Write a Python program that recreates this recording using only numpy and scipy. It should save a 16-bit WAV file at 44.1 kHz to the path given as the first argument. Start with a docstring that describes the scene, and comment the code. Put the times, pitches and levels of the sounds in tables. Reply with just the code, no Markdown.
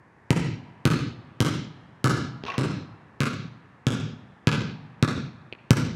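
"""A player dribbles a ball away across the wooden floor of an empty gym, turns with a scuff of his shoes
and comes back. Each bounce is a shaped click for the slap, with damped sines for boards, shell and air.
His heels and skidding sole are noise bursts; a small click follows as the hand takes the ball.
Ceiling and walls answer with separate echoes that shift as he moves, then the hall rings out as decaying
noise in bands, its tail held up and pulled down by the recorder. Filtered noise is the ventilation."""
import sys
import numpy as np
from scipy import signal
from scipy.fft import rfft, irfft
from scipy.io import wavfile

SR = 44100
rng = np.random.default_rng(int(sys.argv[2]) if len(sys.argv) > 2 else 0)


def persist_wave(psi):
    """Save psi, clipped to +-1, as 16-bit WAV."""
    counts = np.round(np.clip(psi, -1, 1) * 32767).astype(np.int16)
    wavfile.write(sys.argv[1], SR, np.atleast_2d(counts).T)


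N = 262511
RING = 65536  # samples in each struck sound and its reverberation
AGE = np.arange(RING) / SR  # s since the sound began
HZ = np.arange(RING + 1) * SR / (2 * RING)


def from_db(db):
    """Decibels to gain."""
    return 10 ** (np.asarray(db) / 20)


def at_hz(points, hz, axis=1):
    """Read one column of a table along a log-frequency axis."""
    points = np.array(points)
    return np.interp(np.log(np.maximum(hz, 1)), np.log(points[:, 0]), points[:, axis])


def at_distance(law, distance):
    """Level in dB of one part of a bounce at a given distance in metres."""
    db_at_zero, db_per_m = law
    return db_at_zero + db_per_m * distance


def ramp(start_s, length_s):
    """A straight rise from 0 to 1."""
    return np.clip((AGE - start_s) / length_s, 0, 1)


def convolve(a, b):
    """Pass one short sound through another."""
    return irfft(rfft(a, 2 * RING) * rfft(b, 2 * RING))[:RING]


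def pulse(spectrum):
    """The most compact causal (minimum-phase) click with a given spectrum."""
    cepstrum = irfft(np.log(from_db(at_hz(spectrum, HZ))))
    cepstrum[1:RING] *= 2  # fold the cepstrum onto positive time
    return irfft(np.exp(rfft(cepstrum[:RING], 2 * RING)))[:RING]


def struck(modes, delay_s=0., polarity=1):
    """Damped sines set off by one blow; each mode is scaled by polarity once more than the one before."""
    age = np.maximum(AGE - delay_s, 0)
    total = np.zeros(RING)
    for k, (hz, db, t60_s) in enumerate(modes):
        decay = from_db(db - 60 * age / t60_s)
        total += polarity ** k * np.sin(2 * np.pi * hz * age) * decay
    return total


def burst(length_s):
    """Exponentially dying noise of unit energy."""
    noise = rng.standard_normal(RING) * np.exp(-np.minimum(AGE / length_s, 50))
    return noise / np.sqrt(np.sum(noise ** 2))


def add(out, s, sound):
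    """Mix a sound in at a given time."""
    start = round(s * SR)
    out[start:start + RING] += sound[:N - start]


def mirrors(place, low, high):
    """A source and its images between two facing walls: (position m, dB)."""
    span = 2 * (low[0] + high[0])
    both_db = low[1] + high[1]
    return [(place, 0),
            (-2 * low[0] - place, low[1]), (2 * high[0] - place, high[1]),
            (place + span, both_db), (place - span, both_db)]


def echoes(sideways, distance, spreading=0.57):
    """Mirror-image echoes from walls and ceiling, timed and levelled against the direct sound."""
    # (metres from the microphone, reflection dB)
    left, right, behind, far = (13.61, -2), (11.8, 0.46), (1.42, -6), (12.24, 0)
    mic_height_m, ceiling_height_m, ceiling_db = 0.68, 5.36, -4  # heights above the floor
    sound_speed = 343  # m/s
    heights = [(mic_height_m, 0), (2 * ceiling_height_m - mic_height_m, ceiling_db)]
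    images = []
    for x, x_db in mirrors(sideways, left, right):
        for y, y_db in mirrors(distance, behind, far):
            for z, z_db in heights:
                images.append((np.sqrt(x * x + y * y + z * z), x_db + y_db + z_db))
    path, db = np.transpose(images)  # the first one is the direct path
    lag = np.round((path - path[0]) / sound_speed * SR).astype(int)
    strength = from_db(db) * (path[0] / path) ** spreading
    return np.bincount(lag[1:], strength[1:], RING)[:RING]


def hall_bands(count=18, dulling_db=8, dulling_hz=9000, dulling_s=0.2):
    """Per band: its filter, the strength of single echoes, and a quick decay over a faint lingering one."""
    # diffuse sound of the hall: f/Hz, relative level of main decay/dB, its t60/s, lingering level/dB
    diffuse = [(60, -9, 0.94, -30), (123, -4.5, 0.98, -29), (232.4, 0, 0.83, -21.5), (448, 0, 0.67, -33),
               (824, 7.5, 0.35, -7), (1510, 8.5, 0.53, -19.5), (2800, -4, 0.8, -25), (4470, -1.5, 1, -33.5),
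               (7100, -1.5, 0.74, -40), (9170, -5, 0.42, -44.5), (12600, 5, 0.35, -65),
               (16200, -15, .2, -66)]
    # colour of the single echoes: f/Hz, level/dB
    echo_colour = [(100, 0.5), (250, 3.5), (600, 4), (1400, 9.5), (2500, 0), (5000, 0), (9000, 5),
                   (16000, -4.5)]
    main_db, linger_t60_s = -1.28, 2.65
    near_peak_s, near_db = 0.016, -3
    walls_s, walls_rise_s = 0.042, 0.016
    hold_bass_db, hold_treble_db, bass_edge_hz = 5.5, 4.5, 190
    hold_rise_s, suppress_s, suppress_fall_s = 0.13, 0.24, 0.058

    centres = np.geomspace(50, 16000, count)
    # a puff scattered nearby, then a rise as the far walls answer
    near = from_db(near_db) * AGE / near_peak_s * np.exp(1 - AGE / near_peak_s)
    build_up = np.hypot(near, ramp(walls_s, walls_rise_s))
    # the recorder holds the tail up, then its noise suppression pulls it down
    hold = ramp(walls_s, hold_rise_s) * (1 - ramp(suppress_s, suppress_fall_s))
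    bands = []
    for hz, member in zip(centres, np.eye(count)):
        band_filter = at_hz(np.c_[centres, member], HZ[::2])
        bass = 1 / (1 + (hz / bass_edge_hz) ** 4)
        hold_db = hold * (bass * hold_bass_db + (1 - bass) * hold_treble_db)
        # late treble dies ever faster
        loss_db = dulling_db * (hz / dulling_hz * AGE / dulling_s) ** 2
        dull = from_db(-np.minimum(loss_db, 100))
        decay_db = at_hz(diffuse, hz) - 60 * AGE / at_hz(diffuse, hz, axis=2)
        main = build_up * dull * from_db(main_db + hold_db + decay_db)
        linger = from_db(at_hz(diffuse, hz, axis=3) - 60 * AGE / linger_t60_s)
        echo_strength = dull * from_db(at_hz(echo_colour, hz))
        bands.append((band_filter, echo_strength, np.hypot(main, linger)))
    return bands


def gym(sound, spot, hall_db, bands, diffuse_db=-32, grain_db=6.0, merge_s=0.22,
        scatter_db=-9, scatter_s=0.0006, echo_db=-2, echo_t60_s=0.87):
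    """Direct sound, slightly scattered echoes, and a grainy tail that merges into a smooth wash."""
    grain = np.log(from_db(grain_db)) * np.exp(-AGE / merge_s)
    noise = rng.standard_normal(RING)
    unevenness = np.clip(rng.standard_normal(RING), -2, 2)
    arrivals = rfft(noise * np.exp(grain * unevenness - grain ** 2))
    single = echoes(*spot)
    single = rfft(single + from_db(scatter_db) * convolve(single, burst(scatter_s)))
    early = sum(irfft(single * band) * strength for band, strength, _ in bands)
    early = early * from_db(echo_db - 60 * AGE / echo_t60_s)
    tail = sum(irfft(arrivals * band) * envelope for band, _, envelope in bands)
    return sound + convolve(sound, early + from_db(diffuse_db + hall_db) * tail)


def ventilation(level_db=-55.5):
    """Steady, dull air noise that fills the hall; its RMS level is set ahead of the microphone."""
    # relative spectrum of the air noise: f/Hz, level/dB
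    air_noise = [(30, -21), (70, -12.5), (120, -3), (200, -11), (400, -13), (600, -18), (950, -13),
                 (1300, -21.5), (1750, -15), (3200, -40), (6000, -45), (10000, -53), (15000, -72)]
    hz = np.arange(N // 2 + 1) * SR / N
    noise = irfft(rfft(rng.standard_normal(N)) * from_db(at_hz(air_noise, hz)), N)
    return from_db(level_db) * noise / np.std(noise)


def dribble(bands, rasp_db=-9, rasp_s=0.0014, boards_lag_s=0.001, uneven_db=1.5):
    """The ball slaps the floor and booms, the boards thump, and the shell and the air inside it ring."""
    # bounces: t/s, distance/m, force/dB, then before force: hard edge/dB, plank knock/dB, air ping/dB
    bounces = [ (0.3057, 2.13, -0.6, -7.5, -1.5, -2.5), (0.8540, 3.78, -0.1, -5, -7.5, 1),
               (1.4045, 4.62, -0.96, -4.5, -7.5, -1), (2.0431, 7, 1, -7, -7.5, 2.5),
               (2.5809, 6.96, -2, -21.5, -10.5, -3.5), (3.205, 7.35, -0.34, -11.5, -16, 1.5),
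               (3.868, 5.9, 1.24, -18, -13, -3), (4.4720, 4.65, 3, -23.5, -5.5, -0.5),
               (5.0265, 3.35, 1.08, -14.5, -10, 2.5), (5.7070, 1.54, 3, -2.5, -4.5, 1.5)]
    # relative spectra of the slap and of its hard edge: f/Hz, level/dB
    slap_spectrum = [(100, 10.5), (450, 9.5), (750, -3), (1050, -10.5), (1500, -6.5), (2000, 9),
                     (2650, 9.5), (4000, 8), (4900, 3.5), (6500, -1), (8000, -5.5), (10000, -11.5),
                     (12500, -22.5), (16000, -22)]
    edge_spectrum = [(100, -16), (2000, -3), (5000, 4.5), (10000, -3), (16000, -13)]
    # modes of sprung floor, single plank, rubber shell, enclosed air: f/Hz, relative level/dB, t60/s
    board_modes = [(120.9, -9, 0.082), (146.8, -17.5, 0.12)]
    plank_modes = [(730, -63, 0.0128), (740, -26, 0.011), (955, -26.5, 0.032)]
    shell_modes = [(404.4, -24, 0.017), (489.5, -35, 0.031)]
    air_modes = [(1146, -29, 0.027), (1271, -29, 0.038), (1377, -30, 0.051), (1522, -28, 0.024),
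                 (1711, -31, 0.043)]
    boom_db, boom_t60_s = -12, 0.023  # on the scale of the shell's modes
    # (dB at zero distance, dB per metre)
    slap_law, thump_law, boom_law, hall_law = (0.22, -0.8), (2.08, -1.4), (5.53, -1.32), (-3.5, 1)
    # (sideways m, ball boom Hz, hall dB before the distance law)
    way_out, way_back, turned_s = (-0.7, 299, 1.2), (0.05, 244.6, -1.74), 3.0
    crack_hz, crack_db, crack_t60_s, crack_spread = 3170, -20.5, 0.005, 0.15  # spread in log frequency

    out, slap, edge = np.zeros(N), pulse(slap_spectrum), pulse(edge_spectrum)
    boards = struck(board_modes, boards_lag_s)  # the boards give way as the ball flattens
    plank = struck(plank_modes, polarity=-1.21)
    for s, distance, force_db, edge_db, knock_db, ping_db in bounces:
        sideways, boom_hz, hall_db = way_out if s < turned_s else way_back
        # the skin cracks as it lands, at a slightly different pitch each time
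        pitch = crack_hz * np.exp(crack_spread * rng.standard_normal())
        crack = struck([(pitch, crack_db, crack_t60_s)])
        contact = from_db(at_distance(slap_law, distance)) * (slap + crack) + from_db(edge_db) * edge
        # the pebbled skin is crushed
        contact = contact + from_db(rasp_db) * convolve(contact, burst(rasp_s))
        shell = struck([(boom_hz, boom_db, boom_t60_s)] + shell_modes)
        # each landing stirs the air differently
        stirred = [(hz, db + ping_db + uneven_db * rng.standard_normal(), t60_s)
                   for hz, db, t60_s in air_modes]
        air = struck(stirred, polarity=-0.99)
        floor = from_db(at_distance(thump_law, distance)) * boards + from_db(knock_db) * plank
        ball = contact + from_db(at_distance(boom_law, distance)) * shell + air
        bounce = from_db(force_db) * (floor - ball)  # the ball is squeezed: pressure drops first
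        spot_hall_db = hall_db + at_distance(hall_law, distance)
        add(out, s, gym(bounce, (sideways, distance), spot_hall_db, bands))
    return out


def shoes(bands, knock_db=-9, heel_s=0.0012, hall_db=-3, squeak_db=-15.5, squeak_t60_s=0.026):
    """Two heels land at the turn, then a rubber sole skids; each slip rings at a pitch of its own."""
    # relative spectrum of the sole on the floor: f/Hz, level/dB
    sole_spectrum = [(100, -16), (300, 1), (800, 10), (1500, 6), (2100, 6), (2700, 6.5), (3600, 4.5),
                     (6500, -9.5), (9000, -51), (16000, -37)]
    # heels landing: t/s, level/dB
    steps = [(2.4371, -12.5), (2.452, -13.5)]
    # short slips of the skidding sole: t/s, level/dB, length/s, squeak f/Hz
    slip_times = [(2.464, -10, 0.018, 2586), (2.481, -9, 0.012, 1110), (2.501, -11, 0.0053, 2700),
                  (2.519, -15, 0.005, 1960), (2.54, -13.5, 0.01, 1104)]
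    turn_spot = (-.5, 7.6)  # (sideways m, distance m)

    out, sole = np.zeros(N), pulse(sole_spectrum)
    knock = struck([(260, -2.5, 0.0144), (387, -14, 0.072)])  # (Hz, dB, t60 s)
    contacts = []
    for s, db in steps:
        heel = convolve(sole, burst(heel_s)) + from_db(knock_db) * knock
        contacts.append((s, db, heel))
    for s, db, length_s, hz in slip_times:
        squeak = struck([(hz, squeak_db, squeak_t60_s)])
        contacts.append((s, db, convolve(sole + squeak, burst(length_s))))
    for s, db, sound in contacts:
        add(out, s, gym(from_db(db) * sound, turn_spot, hall_db, bands, echo_db=-12))
    return out


def tap(bands, tap_s=5.526, tap_db=1, hall_db=-14):
    """A small, dry click close to the microphone as the hand takes the ball: one compact pulse."""
    # relative spectrum of the click: f/Hz, level/dB
    click_spectrum = [(100, -4.5), (420, 5), (800, -7), (1200, -26), (1900, -12.5), (2500, 5.5),
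                      (3200, -3.5), (3800, -15), (4400, -10.5), (5200, -33), (8000, -43), (16000, -63)]
    spot = (0.01, 1.7)  # (sideways m, distance m)
    out = np.zeros(N)
    click = from_db(tap_db) * pulse(click_spectrum)
    add(out, tap_s, gym(click, spot, hall_db, bands, echo_db=4, echo_t60_s=0.18))
    return out


def scene():
    """Ball, shoes, hand and ventilation in one hall."""
    bands = hall_bands()
    return (dribble(bands) + shoes(bands) + tap(bands) + ventilation())[None]


def record(dry, low_cut_hz=58, cutoff_hz=16000):
    """A small microphone sheds the deep bass, peaks are clipped just under full scale, the top is cut."""
    low_cut = signal.butter(3, low_cut_hz, "high", fs=SR, output="sos")
    top_cut = signal.ellip(10, .1, 90, cutoff_hz, fs=SR, output="sos")
    thin = signal.sosfilt(low_cut, dry)
    return signal.sosfilt(top_cut, np.clip(thin, -.95, .95))


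dry = scene()
out = record(dry)
persist_wave(out)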